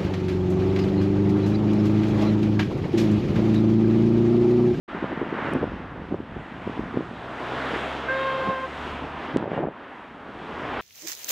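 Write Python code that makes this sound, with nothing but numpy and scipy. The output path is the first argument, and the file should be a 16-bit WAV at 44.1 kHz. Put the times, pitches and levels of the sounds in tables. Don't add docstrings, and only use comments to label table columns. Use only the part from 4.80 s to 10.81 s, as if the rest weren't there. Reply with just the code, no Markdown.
import sys
import numpy as np
from scipy import signal
from scipy.fft import rfft, irfft
from scipy.io import wavfile
from scipy.ndimage import uniform_filter1d

SR = 44100
rng = np.random.default_rng(int(sys.argv[2]) if len(sys.argv) > 2 else 0)


def unload_wav(signal):
    wavfile.write(
        sys.argv[1],
        SR,
        np.round(np.clip(np.atleast_2d(signal).T, -1, 1) * 32767).astype(np.int16),
    )


def magnitude_from_level(level_db):
    exponent = np.asarray(level_db, float) / 20
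    return 10 ** exponent


N = 264996
T = np.arange(N) / SR
HZ = np.fft.rfftfreq(N, 1 / SR)


def curves(table):
    s, *columns = np.transpose(table)
    return [np.interp(T, s, c) for c in columns]


def unit(x):
    return x / np.sqrt(np.mean(x ** 2))


def band(x, hz, octaves):
    distance = np.log2((HZ + 1) / hz) / octaves
    return irfft(rfft(x) * np.exp(-.5 * distance ** 2), N)


def walk(rate):
    k = int(SR / rate)
    held = np.repeat(rng.standard_normal(N // k + 1), k)
    return 1.16 * uniform_filter1d(uniform_filter1d(held, k), k)[:N]


def add_wavelet(out, s, db, hz, cycles, phase):
    t = np.arange(-2048, 2048) / SR
    i = int(s * SR) - len(t) // 2
    envelope = np.exp(-np.log(16) * (t * hz / cycles) ** 2)
    out[i:i + len(t)] += magnitude_from_level(db) * envelope * np.cos(2 * np.pi * hz * t + phase)


# t/s, tyre roar level/dB, treble against the roar level/dB
TRAFFIC = [(0.1, -49, -3), (0.48, -48.5, -3.5), (0.68, -43.5, -3), (0.88, -52.5, -2.5), (1.43, -58, 2.5),
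           (1.95, -51, 1.5), (2.15, -52.5, 3.5), (2.33, -54, 4.5), (2.62, -46.5, 3), (2.85, -43, 5),
           (2.95, -41.5, 5), (3.05, -43, 5.5), (3.3, -45.5, 3.5), (3.66, -46, 5), (3.73, -48.5, 4),
           (3.88, -49.5, 6.5), (4.09, -48, 9), (4.22, -49, 2.5), (4.35, -49, -1.5), (4.46, -45, 0.5),
           (4.54, -47, -1), (4.67, -54.5, -6.5), (4.75, -47.5, -4), (4.88, -56.5, -10.5), (5.04, -54, -3),
           (5.36, -58, 2.5), (6.0, -43.5, 1.5)]
# f/Hz, relative level per Hz/dB
ROAR_SPECTRUM = [(30, -21), (60, -23.5), (120, -31.5), (250, -3.5), (500, -8.5), (900, -4.5), (1700, -7),
                 (2300, -13), (3300, -18), (4300, -30), (5500, -37.5), (7500, -44.5), (10000, -52.5),
                 (14000, -63.5)]


def traffic(flicker_db=1.5, body_db=2.5, ref_hz=2900, ref_width_hz=1800, tilt_hz=2000):
    roar_db, treble_db = curves(TRAFFIC)
    hz, db = np.transpose(ROAR_SPECTRUM)
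    shape_db = np.interp(np.log(HZ + 1), np.log(hz), db)
    ref_db = np.interp(np.log(ref_hz), np.log(hz), db)
    noise = irfft(rfft(rng.standard_normal(N)) * magnitude_from_level(shape_db - ref_db), N)
    noise *= np.sqrt(SR / 2 / ref_width_hz)
    out = 0
    for centre in 30 * 2 ** np.arange(0, 10, .5):
        tilt = np.log2(centre / tilt_hz) / 2
        treble = np.clip(tilt, 0, 1) * treble_db
        body = np.clip(-2 * tilt, 0, 1) * body_db
        out = out + band(noise, centre, 0.23) * magnitude_from_level(flicker_db * walk(9) + treble + body)
    return out * magnitude_from_level(roar_db)


# t/s, turbulence level/dB, low rumble level/dB, small eddies against large level/dB
WIND = [(0.1, -50, -49, -5), (0.3, -46, -53, -0.5), (0.65, -33, -46, -6), (0.92, -39.5, -38.5, -7.5),
        (1.18, -37, -45.5, -7), (1.47, -44.5, -44.5, -10), (1.57, -41, -37, -6), (1.68, -44.5, -53, -11),
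        (2.05, -39.5, -42.5, -11.5), (2.45, -47, -52, 2.5), (2.7, -43, -54, 5.5), (2.95, -42.5, -58, 5),
        (3.4, -57, -63, 10), (3.67, -46, -44, 10), (3.82, -53, -62, -1), (4.1, -44.5, -46, 1.5),
        (4.5, -49, -54, -1), (4.6, -38, -64, 0.5), (4.85, -33, -54, 2.5), (4.97, -61, -64.5, -1),
        (5.35, -50.5, -59.5, -1.5), (5.98, -42, -44.5, 5.5)]
# t/s, peak level/dB (before the port's bleed), f/Hz, length/cycles
PUFFS = [(0.149, -22.5, 296, 0.96), (0.172, -15.5, 343, 0.15), (0.228, -15.5, 306, 1.5),
         (0.243, -13.5, 368, 0.65), (0.319, -13, 390, 0.19), (0.33, -21, 345, 1.9), (0.376, -20, 310, 1.1),
         (0.417, -11, 316, 0.97), (0.431, -20, 369, 1.9), (0.528, -18, 338, 1.7), (0.55, -21, 355, 1.2),
         (0.59, -24.5, 347, 2.8), (0.721, -19, 284, 1.6), (0.734, -14, 322, 0.6), (0.753, -10.5, 334, 0.81),
         (0.762, -12.5, 250, 0.93), (0.77, -15.5, 300, 0.68), (0.789, -21, 323, 1.6),
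         (0.827, -19, 480, 0.9), (0.832, -18.5, 460, 2.8), (0.841, -10, 308, 0.45), (0.879, -24, 243, 1.6),
         (0.92, -20.5, 255, 0.49), (1.32, -26, 480, 0.92), (1.325, -14, 268, 1.1), (1.344, -13, 343, 0.63),
         (1.404, -20, 290, 1.14), (1.567, -21, 310, 0.73), (1.87, -25, 253, 2), (1.876, -15.5, 377, 0.83),
         (1.897, -19.5, 300, 0.73), (1.977, -26, 330, 0.85), (1.995, -15, 297, 1.2), (2.037, -24, 260, 0.8),
         (2.144, -23, 328, 1.9), (2.173, -10.5, 360, 0.89), (2.193, -22, 305, 3), (2.208, -14.5, 250, 0.52),
         (2.226, -23, 300, 1.2), (2.934, -22, 455, 0.92), (2.948, -22, 600, 0.84), (2.962, -22.5, 400, 1),
         (3.675, -17.5, 200, 0.3), (3.688, -18.5, 170, 1), (4.224, -24.5, 256, 1.6), (4.55, -24, 295, 2.2),
         (4.563, -6.5, 306, 0.83), (4.571, -21, 330, 0.82), (4.59, -32, 300, 2.3), (4.627, -15, 470, 0.58),
         (4.642, -18, 462, 0.45), (4.678, -16.5, 404, 0.73), (4.701, -29, 347, 1.8),
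         (4.718, -19, 461, 0.81), (4.736, -21.5, 370, 1), (4.777, -16.5, 520, 0.8), (4.791, -13, 436, 0.77),
         (4.807, -24.5, 340, 11), (4.855, -17, 355, 1), (4.872, -17, 423, 0.69), (4.886, -18, 476, 0.86)]


def wind(rate=450, scatter_db=4.5, ceiling_db=11, large_hz=190, small_hz=520, octaves=0.61, rumble_hz=75,
         gust_db=-22.5, gust_s=.018, gust_small_db=-9, gust_rumble_db=-14):
    eddy_db, rumble_db, small_db = curves(WIND)
    s, peak_db = np.transpose(PUFFS)[:2]
    power = np.zeros(N)
    power[(s * SR).astype(int)] = magnitude_from_level(peak_db + gust_db) ** 2
    swell = np.exp(-((T[:SR // 2] - 1 / 4) / gust_s) ** 2)
    gust = np.sqrt(np.abs(signal.fftconvolve(power, swell, "same")))

    chance = rng.random((2, N))
    strength_db = np.minimum(-scatter_db * np.log(chance[1] + 1e-9), ceiling_db)
    eddies = (chance[0] < rate / SR) * magnitude_from_level(strength_db) * rng.choice([-1, 1], N)
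    large = unit(band(eddies, large_hz, octaves))
    small = unit(band(eddies, small_hz, octaves))
    rumble = unit(band(rng.standard_normal(N), rumble_hz, 0.91))

    out = large * np.hypot(magnitude_from_level(eddy_db), gust)
    out += small * np.hypot(magnitude_from_level(eddy_db + small_db), gust * magnitude_from_level(gust_small_db))
    return out + rumble * np.hypot(magnitude_from_level(rumble_db), gust * magnitude_from_level(gust_rumble_db))


# t/s, peak level/dB (before the port's bleed), f/Hz, length/cycles
TICKS = [(.7362, -33, 9250, 2.2), (.7364, -39, 5000, 1.6), (.7268, -54, 11000, 1.5),
         (.8338, -53, 10000, 1.2), (0.84, -56, 11000, 1.2), (4.571, -24, 2200, 0.65),
         (4.571, -27.5, 6200, .9), (4.762, -46.5, 2800, 82)]


def puffs_and_ticks(edge_db=-14, cut_hz=110):
    out = np.zeros(N)
    twists = rng.standard_normal(len(PUFFS))
    for (s, db, hz, cycles), twist in zip(PUFFS, twists):
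        add_wavelet(out, s, db, hz, cycles, np.pi + 1.0 * twist)
        add_wavelet(out, s, db + edge_db, 2.72 * hz, 1.1, np.pi + 0.39 * twist)
    for s, db, hz, cycles in TICKS:
        add_wavelet(out, s, db, hz, cycles, np.pi / 2)
    return signal.sosfilt(signal.butter(2, cut_hz, "high", fs=SR, output="sos"), out)


# t/s, half the firing rate f/Hz, its level/dB, firing rate level/dB
ENGINE = [(2.2, 58, -58, -50), (2.6, 62, -56, -49), (2.85, 64, -49, -46), (3.1, 66, -45, -49),
          (3.35, 68, -49, -48), (3.6, 70, -57, -45), (3.75, 71, -52, -53), (4.1, 73, -44, -52),
          (4.4, 75, -48, -51), (4.55, 76, -56, -52)]


def engine(third_db=-8, fourth_db=-4, fade_s=0.075):
    hz, half_db, fire_db = curves(ENGINE)
    phase = 2 * np.pi * np.cumsum(hz) / SR
    lines = magnitude_from_level(half_db) * np.sin(phase) + magnitude_from_level(fire_db) * np.sin(2 * phase)
    upper = magnitude_from_level(third_db) * np.sin(3 * phase) + magnitude_from_level(fourth_db) * np.sin(4 * phase)
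    lines += magnitude_from_level(fire_db + 1 * walk(12)) * upper
    to_nearest_end = np.minimum(T - ENGINE[0][0], ENGINE[-1][0] - T)
    return np.sqrt(2) * lines * np.clip(to_nearest_end / fade_s, 0, 1)


# t/s, pitch f/Hz, 1st partial level/dB, 2nd partial level/dB, 3rd partial level/dB
HORN_NOTE = [(3.283, 521, -33, -35, -24), (3.315, 529, -32, -33, -26), (3.35, 533, -29.5, -36, -32),
             (3.39, 532, -29.5, -33, -36), (3.435, 534, -29.5, -32, -41), (3.465, 533, -29, -28, -37),
             (3.5, 531, -32.5, -30, -33), (3.535, 530, -31.5, -32.5, -36), (3.565, 528, -31, -33, -44),
             (3.59, 528, -30, -42, -40), (3.615, 529, -31, -32, -36), (3.645, 529, -37, -34, -36),
             (3.67, 530, -35, -29, -45), (3.7, 531, -32, -28, -40), (3.765, 526, -35, -35, -38),
             (3.79, 524, -37, -32, -40), (3.815, 527, -39, -36, -42), (3.843, 528, -33, -29, -41),
             (3.86, 527, -37, -37, -38)]
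# multiple of the pitch, peak level/dB, loudest at t/s, rise/(dB per s), fading/(dB per s)
HORN_UPPER = [(4, -42, 3.33, 10, 15), (5, -47, 3.49, 8, 25), (6, -45.5, 3.445, 90, 32),
              (7, -50, 3.385, 130, 32), (8, -61, 3.6, 8, 45), (9, -65.5, 3.62, 8, 40),
              (10, -68, 3.6, 35, 50), (11, -72, 3.62, 10, 60), (13, -72, 3.385, 50, 25),
              (14, -76, 3.4, 40, 25), (15, -79, 3.42, 40, 40), (17, -76, 3.42, 70, 40)]


def horn(on_s=3.283, off_s=3.86, rise_s=.005, fall_s=.009, wake_db=.7, wake_growth_db_per_s=3,
         wake_rad_per_db=.2, waver_rad_per_s=.7, upper_shake=1.5):
    since = np.clip(T - on_s, 0, 1)
    hz, *low_db = curves(HORN_NOTE)
    partials = [(k + 1, db, 1) for k, db in enumerate(low_db)]
    for k, peak_db, s, rise_db, fade_db in HORN_UPPER:
        db = peak_db - np.maximum(rise_db * (s - T), fade_db * (T - s))
        partials.append((k, db, upper_shake))

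    phase = 2 * np.pi * np.cumsum(hz) / SR + waver_rad_per_s * since * walk(70)
    flutter_db = wake_db + wake_growth_db_per_s * since
    out = 0
    for k, db, shake in partials:
        angle = k * phase + k * k + wake_rad_per_db * flutter_db * walk(40)
        out = out + magnitude_from_level(db + shake * flutter_db * walk(90)) * np.sin(angle)
    gate = np.clip((T - on_s) / rise_s, 0, 1) * np.exp(-np.maximum(T - off_s, 0) / fall_s)
    return np.sqrt(2) * out * gate


def scene():
    mono = traffic() + wind() + puffs_and_ticks() + engine() + horn()
    return np.array([mono, mono])


def low_pass(x):
    return signal.sosfilt(signal.butter(12, 15000, fs=SR, output="sos"), x)


def record(dry):
    start_s, fade_s = 0.078, .012
    gate = magnitude_from_level(-24) * np.clip(walk(32) - .25, 0, 1)
    side = gate * band(dry[0], 700, 3)
    hiss = [magnitude_from_level(-85) * unit(band(rng.standard_normal(N), 7200, .8)) for _ in dry]
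    mix = dry + np.array([-side, side]) + hiss
    return low_pass(mix * np.clip((T - start_s) / fade_s, 0, 1))


dry = scene()
out = record(dry)
unload_wav(out)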